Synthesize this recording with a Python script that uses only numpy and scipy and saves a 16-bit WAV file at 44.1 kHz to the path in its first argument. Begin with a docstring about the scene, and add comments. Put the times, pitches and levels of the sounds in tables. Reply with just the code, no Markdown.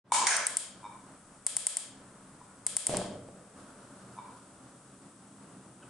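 """Gas boiler lighting up

A stereo microphone stands close to a boiler in a hard, ringing room. The gas valve clunks open, a relay
clacks, and gas hisses while the igniter fires three bursts of sparks, ten a second. The last burst
lights the burner with a low whoosh. It burns on softly over the draught in the flue; the loose pipe
knocks now and then, and there is one faint squeak at the end."""
import sys
import numpy as np
from scipy import signal
from scipy.fft import rfft, irfft
from scipy.io import wavfile
from scipy.ndimage import uniform_filter1d, minimum_filter1d

SR = 44100
rng = np.random.default_rng(int(sys.argv[2]) if len(sys.argv) > 2 else 0)


def generate_wav(signal):
    """Clip the signal to [-1, 1] and save it as 16-bit WAV at the path in sys.argv[1]."""
    frames = np.transpose(np.atleast_2d(signal))
    scaled = np.clip(frames, -1, 1) * 32767
    pcm = np.round(scaled).astype(np.int16)
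    wavfile.write(sys.argv[1], SR, pcm)


N = 259749
TIME = np.arange(N) / SR
VALVE_S, RELAY_S, LIGHT_S = 0.12, 0.2688, 2.866  # the valve clunks, the relay closes, the gas lights
CATCH_S = 0.03  # time the flame front takes to grow


def amp(db):
    """Decibels to gain."""
    return 10 ** (np.asarray(db) / 20)


def unit(x):
    """Scales to an average energy of 1 per channel."""
    return x / np.sqrt(np.mean(np.sum(x ** 2, -1)) + 1e-20)


def read(points, hz):
    """A table's value at hz, joined on a log-frequency axis."""
    f, value = np.transpose(points)
    return np.interp(np.log(hz + 1), np.log(f + 1), value)


def add(mix, s, sound):
    """Mixes a sound in at s seconds."""
    part = mix[:, max(round(s * SR), 0):][:, :sound.shape[-1]]
    part += sound[..., :part.shape[1]]


def colour(x, spectrum):
    """Filters x by rows of frequency in Hz and gain in dB."""
    n = x.shape[-1]
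    return irfft(rfft(x) * amp(read(spectrum, np.fft.rfftfreq(n, 1 / SR))), n)


def pan(x, left_db):
    """Leans a sound to the microphone's left."""
    return x * amp(np.array([[left_db], [-left_db]]) / 2)


def envelope(start_s, attack_s, hold_s, fall_db_per_s):
    """A gain that swells from silence to 1, holds, and dies away."""
    age = TIME - start_s
    swell = np.clip(age / attack_s, 0, 1) ** 2
    return swell * amp(-fall_db_per_s * np.maximum(age - attack_s - hold_s, 0))


def wander(size):
    """A smooth random curve of rms 1 that changes over about size samples."""
    drift = uniform_filter1d(rng.standard_normal(N), size)
    return unit(uniform_filter1d(drift, size // 2)) * np.sqrt(N)


# How alike the microphone's two sides are. Each row: frequency in Hz, left-right correlation.
MIC_LIKENESS = [(130, 1), (270, 0.99), (570, 0.89), (1200, 0.73), (2500, 0.59), (5000, 0.24), (11000, 0.38)]

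def noise(size, modes=()):
    """Stereo noise, alike in the bass, lifted or cut at the given resonances."""
    hz = np.fft.rfftfreq(size, 1 / SR)
    mid, side = rfft(rng.standard_normal((2, size)))
    same = np.clip(read(MIC_LIKENESS, hz), -1, 1)
    stereo = np.sqrt((1 + same) / 2) * mid + np.sqrt((1 - same) / 2) * side * np.array([[1], [-1]])
    lift_db = sum(db / (1 + (2 * (hz - f) / width) ** 2) for f, width, db in modes)
    return irfft(stereo * amp(lift_db), size)


def rush(spectrum, modes=()):
    """Steady turbulent noise of rms 1."""
    return unit(colour(noise(N, modes), spectrum)) * np.sqrt(N)


def pulse(spectrum, size=512):
    """A single pressure pulse, centred in its window."""
    return unit(colour(signal.unit_impulse(size, "mid"), spectrum) * np.hanning(size))


def clatter(spectrum, decay_s, size=4096):
    """A dense, quickly dying burst of noise."""
    burst = noise(size) * np.exp(-np.arange(size) / SR / decay_s)
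    return unit(colour(burst, spectrum) * np.linspace(1, 0, size))


# Standing waves of the boiler's chamber, and the ring of its sheet-metal casing.
# Each row: frequency in Hz, width in Hz, lift in dB.
CHAMBER_MODES = [(121.9, 9.9, 11), (135.3, 6.8, 8.5), (195.3, 25.5, 9.5), (268.9, 16, 8), (582, 9.9, 9.5),
                 (648, 6.4, 2)]
CASING_MODES = [(854, 13, 4.5), (910, 6.8, 4), (929, 7.6, 0.5), (965, 10, -20), (1299, 7.3, 13),
                (1515, 40, 5), (1639, 54, 4), (1722, 6.4, 14), (1906, 6.5, 1), (3170, 110, 4),
                (6500, 20, -12)]
# The hard room around the microphone. Each row: frequency in Hz, seconds to fall by 60 dB.
ROOM_DECAY = [(60, 0.46), (130, 1), (400, 0.64), (600, 0.65), (800, 0.39), (1000, 0.57), (2000, 0.43),
              (3100, 0.42), (3260, 0.43), (3450, 0.38), (6000, 0.38), (9000, 0.27), (11000, 0.24)]

def room(x, build_s):
    """Echoes of casing and room build up, then die at a speed of their own in each band."""
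    hz, t, bands = signal.stft(noise(SR, CHAMBER_MODES + CASING_MODES), SR, nperseg=512)
    decay = amp(-60 * t / read(ROOM_DECAY, hz)[:, None])
    tail = signal.istft(bands * decay, SR, nperseg=512)[1][:, :SR]
    build = 1 - np.exp(-np.arange(SR) / SR / build_s)
    return signal.fftconvolve(x.mean(0)[None], unit(tail * build), axes=1)[:, :N]


# Air in the flue, a low bed under everything. Each row: frequency in Hz, relative level in dB.
DRAUGHT_SPECTRUM = [(25, -37), (55, -14), (90, -7), (130, -6), (165, -2.5), (230, -2), (320, -2),
                    (400, -7.5), (850, -10), (1250, -9.5), (1700, -16.5), (2300, -23.5), (5000, -29),
                    (11000, -39)]

def draught(level_db=-56, gust_db=1.95, puff_db=4):
    """Draught rumbles unevenly in the flue, with a soft puff as the flame starts to flutter."""
    puff = envelope(3.51, attack_s=0.057, hold_s=0.044, fall_db_per_s=79)
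    gain = amp(level_db + gust_db * wander(4000) + puff_db * puff)
    fade_in = np.interp(TIME, [0.04, 0.07], [0, 1])
    return fade_in * gain * rush(DRAUGHT_SPECTRUM, CHAMBER_MODES)


# Gas at the jet, a little to the left, and at the burner's ports.
# Each row: frequency in Hz, relative level in dB.
JET_SPECTRUM = [(1000, -56), (2500, -13), (3500, -12.5), (4100, -15), (5200, -11), (6300, -9), (7300, -6),
                (8050, 1.5), (8500, -6), (9050, 3.5), (9500, -7.5), (10000, -4.5), (11000, -15.5)]
PORT_SPECTRUM = [(150, 0), (300, -2), (800, -2), (1400, 1), (3000, -19.5)]

def gas_flow(jet_db=-61.5, ports_db=-62, warming_starts_s=3.18, warm_up_s=2.3):
    """Gas hisses through the jet as the valve opens; its rush at the ports fades as the burner warms."""
    flow = envelope(0.051, attack_s=0.097, hold_s=0, fall_db_per_s=0)
    cold = 1 - np.clip((TIME - warming_starts_s) / warm_up_s, 0, 1)
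    jet = amp(jet_db) * flow * rush(JET_SPECTRUM)
    ports = amp(ports_db) * flow * cold * rush(PORT_SPECTRUM)
    return pan(jet, left_db=3.8) + ports


# Metal parts of valve and relay, close to the microphone. Each row: frequency in Hz, relative level in dB.
VALVE_SPECTRUM = [(60, -42), (150, -30.5), (400, -5.5), (800, -13.5), (1700, -3.5), (3000, -1), (4300, 1),
                  (5800, 2), (7000, 8), (8300, 11), (9600, 9), (11000, -3.5)]
RELAY_SPECTRUM = [(100, -52), (350, -38), (750, -13.5), (1150, -16), (1620, -8.5), (1900, -9.5), (2200, -6),
                  (2700, -18.5), (4300, -17), (6000, -9), (7150, -8.5), (7900, -17), (8800, -3.5),
                  (10500, -22.5)]

def armature(s, spectrum, decay_s, near_db, room_db, build_s):
    """The armature of the valve or relay slams home and sets the room ringing."""
    near, far = np.zeros((2, 2, N))
    add(near, s, amp(near_db) * clatter(spectrum, decay_s))
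    add(far, s - 256 / SR, amp(room_db) * pulse(spectrum))  # the pulse's centre lands on s
    return near + room(far, build_s)


# Knocks of the gas pipe, dead centre, the first from the opening valve. Each row: start in seconds,
# level in dB, contact time in seconds, pitch as a factor on the modes, chatter level in dB.
PIPE_KNOCKS = [(.1200, -3, 0.00085, 1.044, -35), (.8503, -29.5, 0.00067, 1.06, 4),
               (.892, -41, 0.00071, 1.02, -5), (2.413, -40, .003, 1.08, -4),
               (4.1858, -27.5, .003, 1.055, -1)]
# The pipe's ring. Each row: frequency in Hz, relative level in dB, seconds for its decay to lose 60 dB.
PIPE_MODES = [(915, 2.5, 0.0083), (1273, -18.5, 0.012), (2187, -13.5, 0.012), (3446, -12.5, 0.011),
              (5000, -19, 0.0053)]

def pipe(near_db=14, room_db=9.5, valve_echo_db=7.5, chatter_s=0.01, touch_db=-7, rebound_db=-5.5):
    """Blows ring the loose gas pipe; a longer contact softens its high modes."""
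    t = np.arange(2000) / SR
    near = np.zeros((2, N))
    for s, db, contact_s, pitch, chatter_db in PIPE_KNOCKS:
        ring = np.zeros_like(t)
        for hz, mode_db, t60 in PIPE_MODES:
            swing = (t / t60) ** 2 * amp(mode_db - 60 * t / t60)  # takes a few cycles to swing up
            ring += swing * np.sin(2 * np.pi * hz * pitch * t) / np.hypot(1, hz * contact_s)
        blow = amp(db) * unit(ring)
        add(near, s, blow)
        for k in (1, 2):  # touches lead up to the knock and rebounds follow, weaker further from it
            early_s, late_s = k * chatter_s * rng.uniform(0.85, 1.1, 2)
            add(near, s - early_s, amp(chatter_db + k * touch_db) * blow)
            add(near, s + late_s, amp(chatter_db + k * rebound_db) * blow)
    # the valve's knock rings louder in the room than the later knocks
    far = near * amp(valve_echo_db * (TIME < RELAY_S))
    radiated = colour(far, [(1200, 0), (2300, 4)])  # high modes reach the room more easily
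    return amp(near_db) * near + amp(room_db) * room(radiated, build_s=0.061)


def spark_timer(start_s=0.2664, burst_every_s=1.2, spark_every_s=0.1012, first_db=-7.5, spread_db=2.5):
    """Time and level of each spark; a burst starts weak, the circuit not yet fully charged."""
    for (burst, k), chance in np.ndenumerate(rng.standard_normal((3, 4))):
        s = start_s + burst * burst_every_s + k * spark_every_s
        if s > RELAY_S:  # no power until the relay closes
            yield s, first_db * (k == 0) + spread_db * chance


# A spark straight from electrode to microphone, what fins and casing scatter into the room, and the
# snap it loses inside the flame. Each row: frequency in Hz, relative level in dB.
CRACK_SPECTRUM = [(100, -69), (350, -25.5), (700, -12), (2000, -15.5), (3500, -23), (5000, -8),
                  (6300, -11.5), (7400, 1.5), (9000, 6), (10000, 3), (11000, -11)]
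SCATTER_SPECTRUM = [(150, -59), (600, -11.5), (1100, -15.5), (1750, -14.5), (2200, -11), (2850, -12.5),
                    (3200, -5), (4000, -7), (5300, -6.5), (6000, -11.5), (6700, -2.5), (7800, 2), (9000, 7),
                    (11000, -2.5)]
FLAME_DULLING = [(4500, -5.5), (8000, -12)]

def igniter(crack_db=13.5, casing_db=9, room_db=8.5):
    """Each spark is a half-millisecond crack, followed by the casing's reflections and the room."""
    in_air = pulse(CRACK_SPECTRUM), clatter(CRACK_SPECTRUM, decay_s=0.0032), pulse(SCATTER_SPECTRUM)
    in_flame = [colour(part, FLAME_DULLING) for part in in_air]
    near, far = np.zeros((2, 2, N))
    for s, db in spark_timer():
        crack, casing, scatter = in_flame if s > LIGHT_S + CATCH_S else in_air
        lead_s = len(crack) / 2 / SR
        add(near, s - lead_s, amp(db + crack_db) * crack)
        add(near, s + 0.00045, amp(db + casing_db) * casing)
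        add(far, s - lead_s, amp(db + room_db) * scatter)
    return pan(near + room(far, build_s=0.028), left_db=2.8)


# The whoosh from close by, and its brighter flare. Each row: frequency in Hz, relative level in dB.
WHOOSH_SPECTRUM = [(25, -44), (38, -33), (55, -6), (130, -3.5), (220, -4.5), (400, -0.5), (620, 4),
                   (760, -5), (1000, -15), (2000, -27), (9000, -41)]
FLARE_SPECTRUM = [(100, -23), (400, -24), (650, 2), (850, 2), (1150, -9), (2000, -5.5), (3500, -9),
                  (6000, -10), (10000, -22)]
# The largest pockets of gas catching. Each row: start in seconds, relative level in dB.
GAS_POPS = [(2.895, 0), (2.926, -9), (2.938, 2), (2.9465, 0), (3.016, -5.5), (3.287, -25)]

def ignition(whoosh_db=-28.5, flare_db=-35, pop_db=2, room_db=-9):
    """A flame front flares along the burner with soft pops; the last gathered gas burns off slowly."""
    front = envelope(LIGHT_S, CATCH_S, hold_s=0.071, fall_db_per_s=175)
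    afterburn = amp(-28) * envelope(LIGHT_S, CATCH_S, hold_s=0.071, fall_db_per_s=10.5)
    flare = envelope(LIGHT_S, CATCH_S, hold_s=0.068, fall_db_per_s=330)
    near = amp(whoosh_db) * np.hypot(front, afterburn) * rush(WHOOSH_SPECTRUM)
    near += amp(flare_db) * flare * rush(FLARE_SPECTRUM)
    for s, db in GAS_POPS:
        add(near, s, amp(db + pop_db) * clatter(WHOOSH_SPECTRUM, decay_s=0.0022))
    return near + amp(room_db) * room(near, build_s=0.007)


# The lit burner, soft even this close. Each row: frequency in Hz, relative level in dB.
FLAME_SPECTRUM = [(60, -29), (220, -1), (450, 3), (800, -2.5), (1400, 6), (2000, -13), (5000, -12.5),
                  (10000, -11)]

def flame(level_db=-59, flicker_db=1.5):
    """The young flame flutters for a while, then settles."""
    swell = envelope(3.48, attack_s=0.098, hold_s=0.8, fall_db_per_s=19)
    return swell * amp(level_db + flicker_db * wander(1500)) * rush(FLAME_SPECTRUM)


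def squeak(s=5.817, length_s=0.0307, start_hz=1620, end_hz=1150, level_db=-53, roughness=0.084):
    """A faint, rough, falling tone with a weaker octave above it."""
    size = round(length_s * SR)
    jitter = unit(uniform_filter1d(rng.standard_normal(size), 40)) * np.sqrt(size)
    hz = np.linspace(start_hz, end_hz, size) * (1 + roughness * jitter)
    phase = 2 * np.pi * np.cumsum(hz) / SR
    tone = np.sin(phase) + amp(-6) * np.sin(2 * phase)
    near = np.zeros((2, N))
    add(near, s, amp(level_db) * np.hanning(size) * tone)
    return near + amp(-5) * room(near, build_s=0.015)


def scene():
    """The boiler and its room as they reach the microphone."""
    valve = armature(VALVE_S, VALVE_SPECTRUM, decay_s=0.0072, near_db=1, room_db=18.5, build_s=0.18)
    relay = armature(RELAY_S, RELAY_SPECTRUM, decay_s=0.014, near_db=18, room_db=20.5, build_s=0.069)
    switches = pan(valve, left_db=2) + pan(relay, left_db=0.5)
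    return switches + igniter() + pipe() + ignition() + draught() + gas_flow() + flame() + squeak()


def record(dry, threshold_db=-27, slope=0.88, recovery_db_per_s=48, sense_s=0.019, edge_hz=11150):
    """The recorder's gain dips at loud sounds and recovers slowly; peaks round off, top treble is cut."""
    keep = np.exp(-1 / (sense_s * SR))
    power = signal.lfilter([1 - keep], [1, -keep], (dry ** 2).mean(0))
    fall_db = recovery_db_per_s * TIME
    held_db = np.maximum.accumulate(10 * np.log10(power + 1e-12) + fall_db) - fall_db
    over_db = np.maximum(held_db - threshold_db, 0)
    gain_db = uniform_filter1d(minimum_filter1d(-slope * over_db, 200), 150)  # looks 2 ms ahead
    rounded = 0.7 * np.tanh(dry * amp(gain_db) / 0.7)
    low_pass = signal.firwin(201, edge_hz, window=("kaiser", 7), fs=SR)
    return signal.oaconvolve(rounded, low_pass[None], "same")


dry = scene()
out = record(dry)
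generate_wav(out)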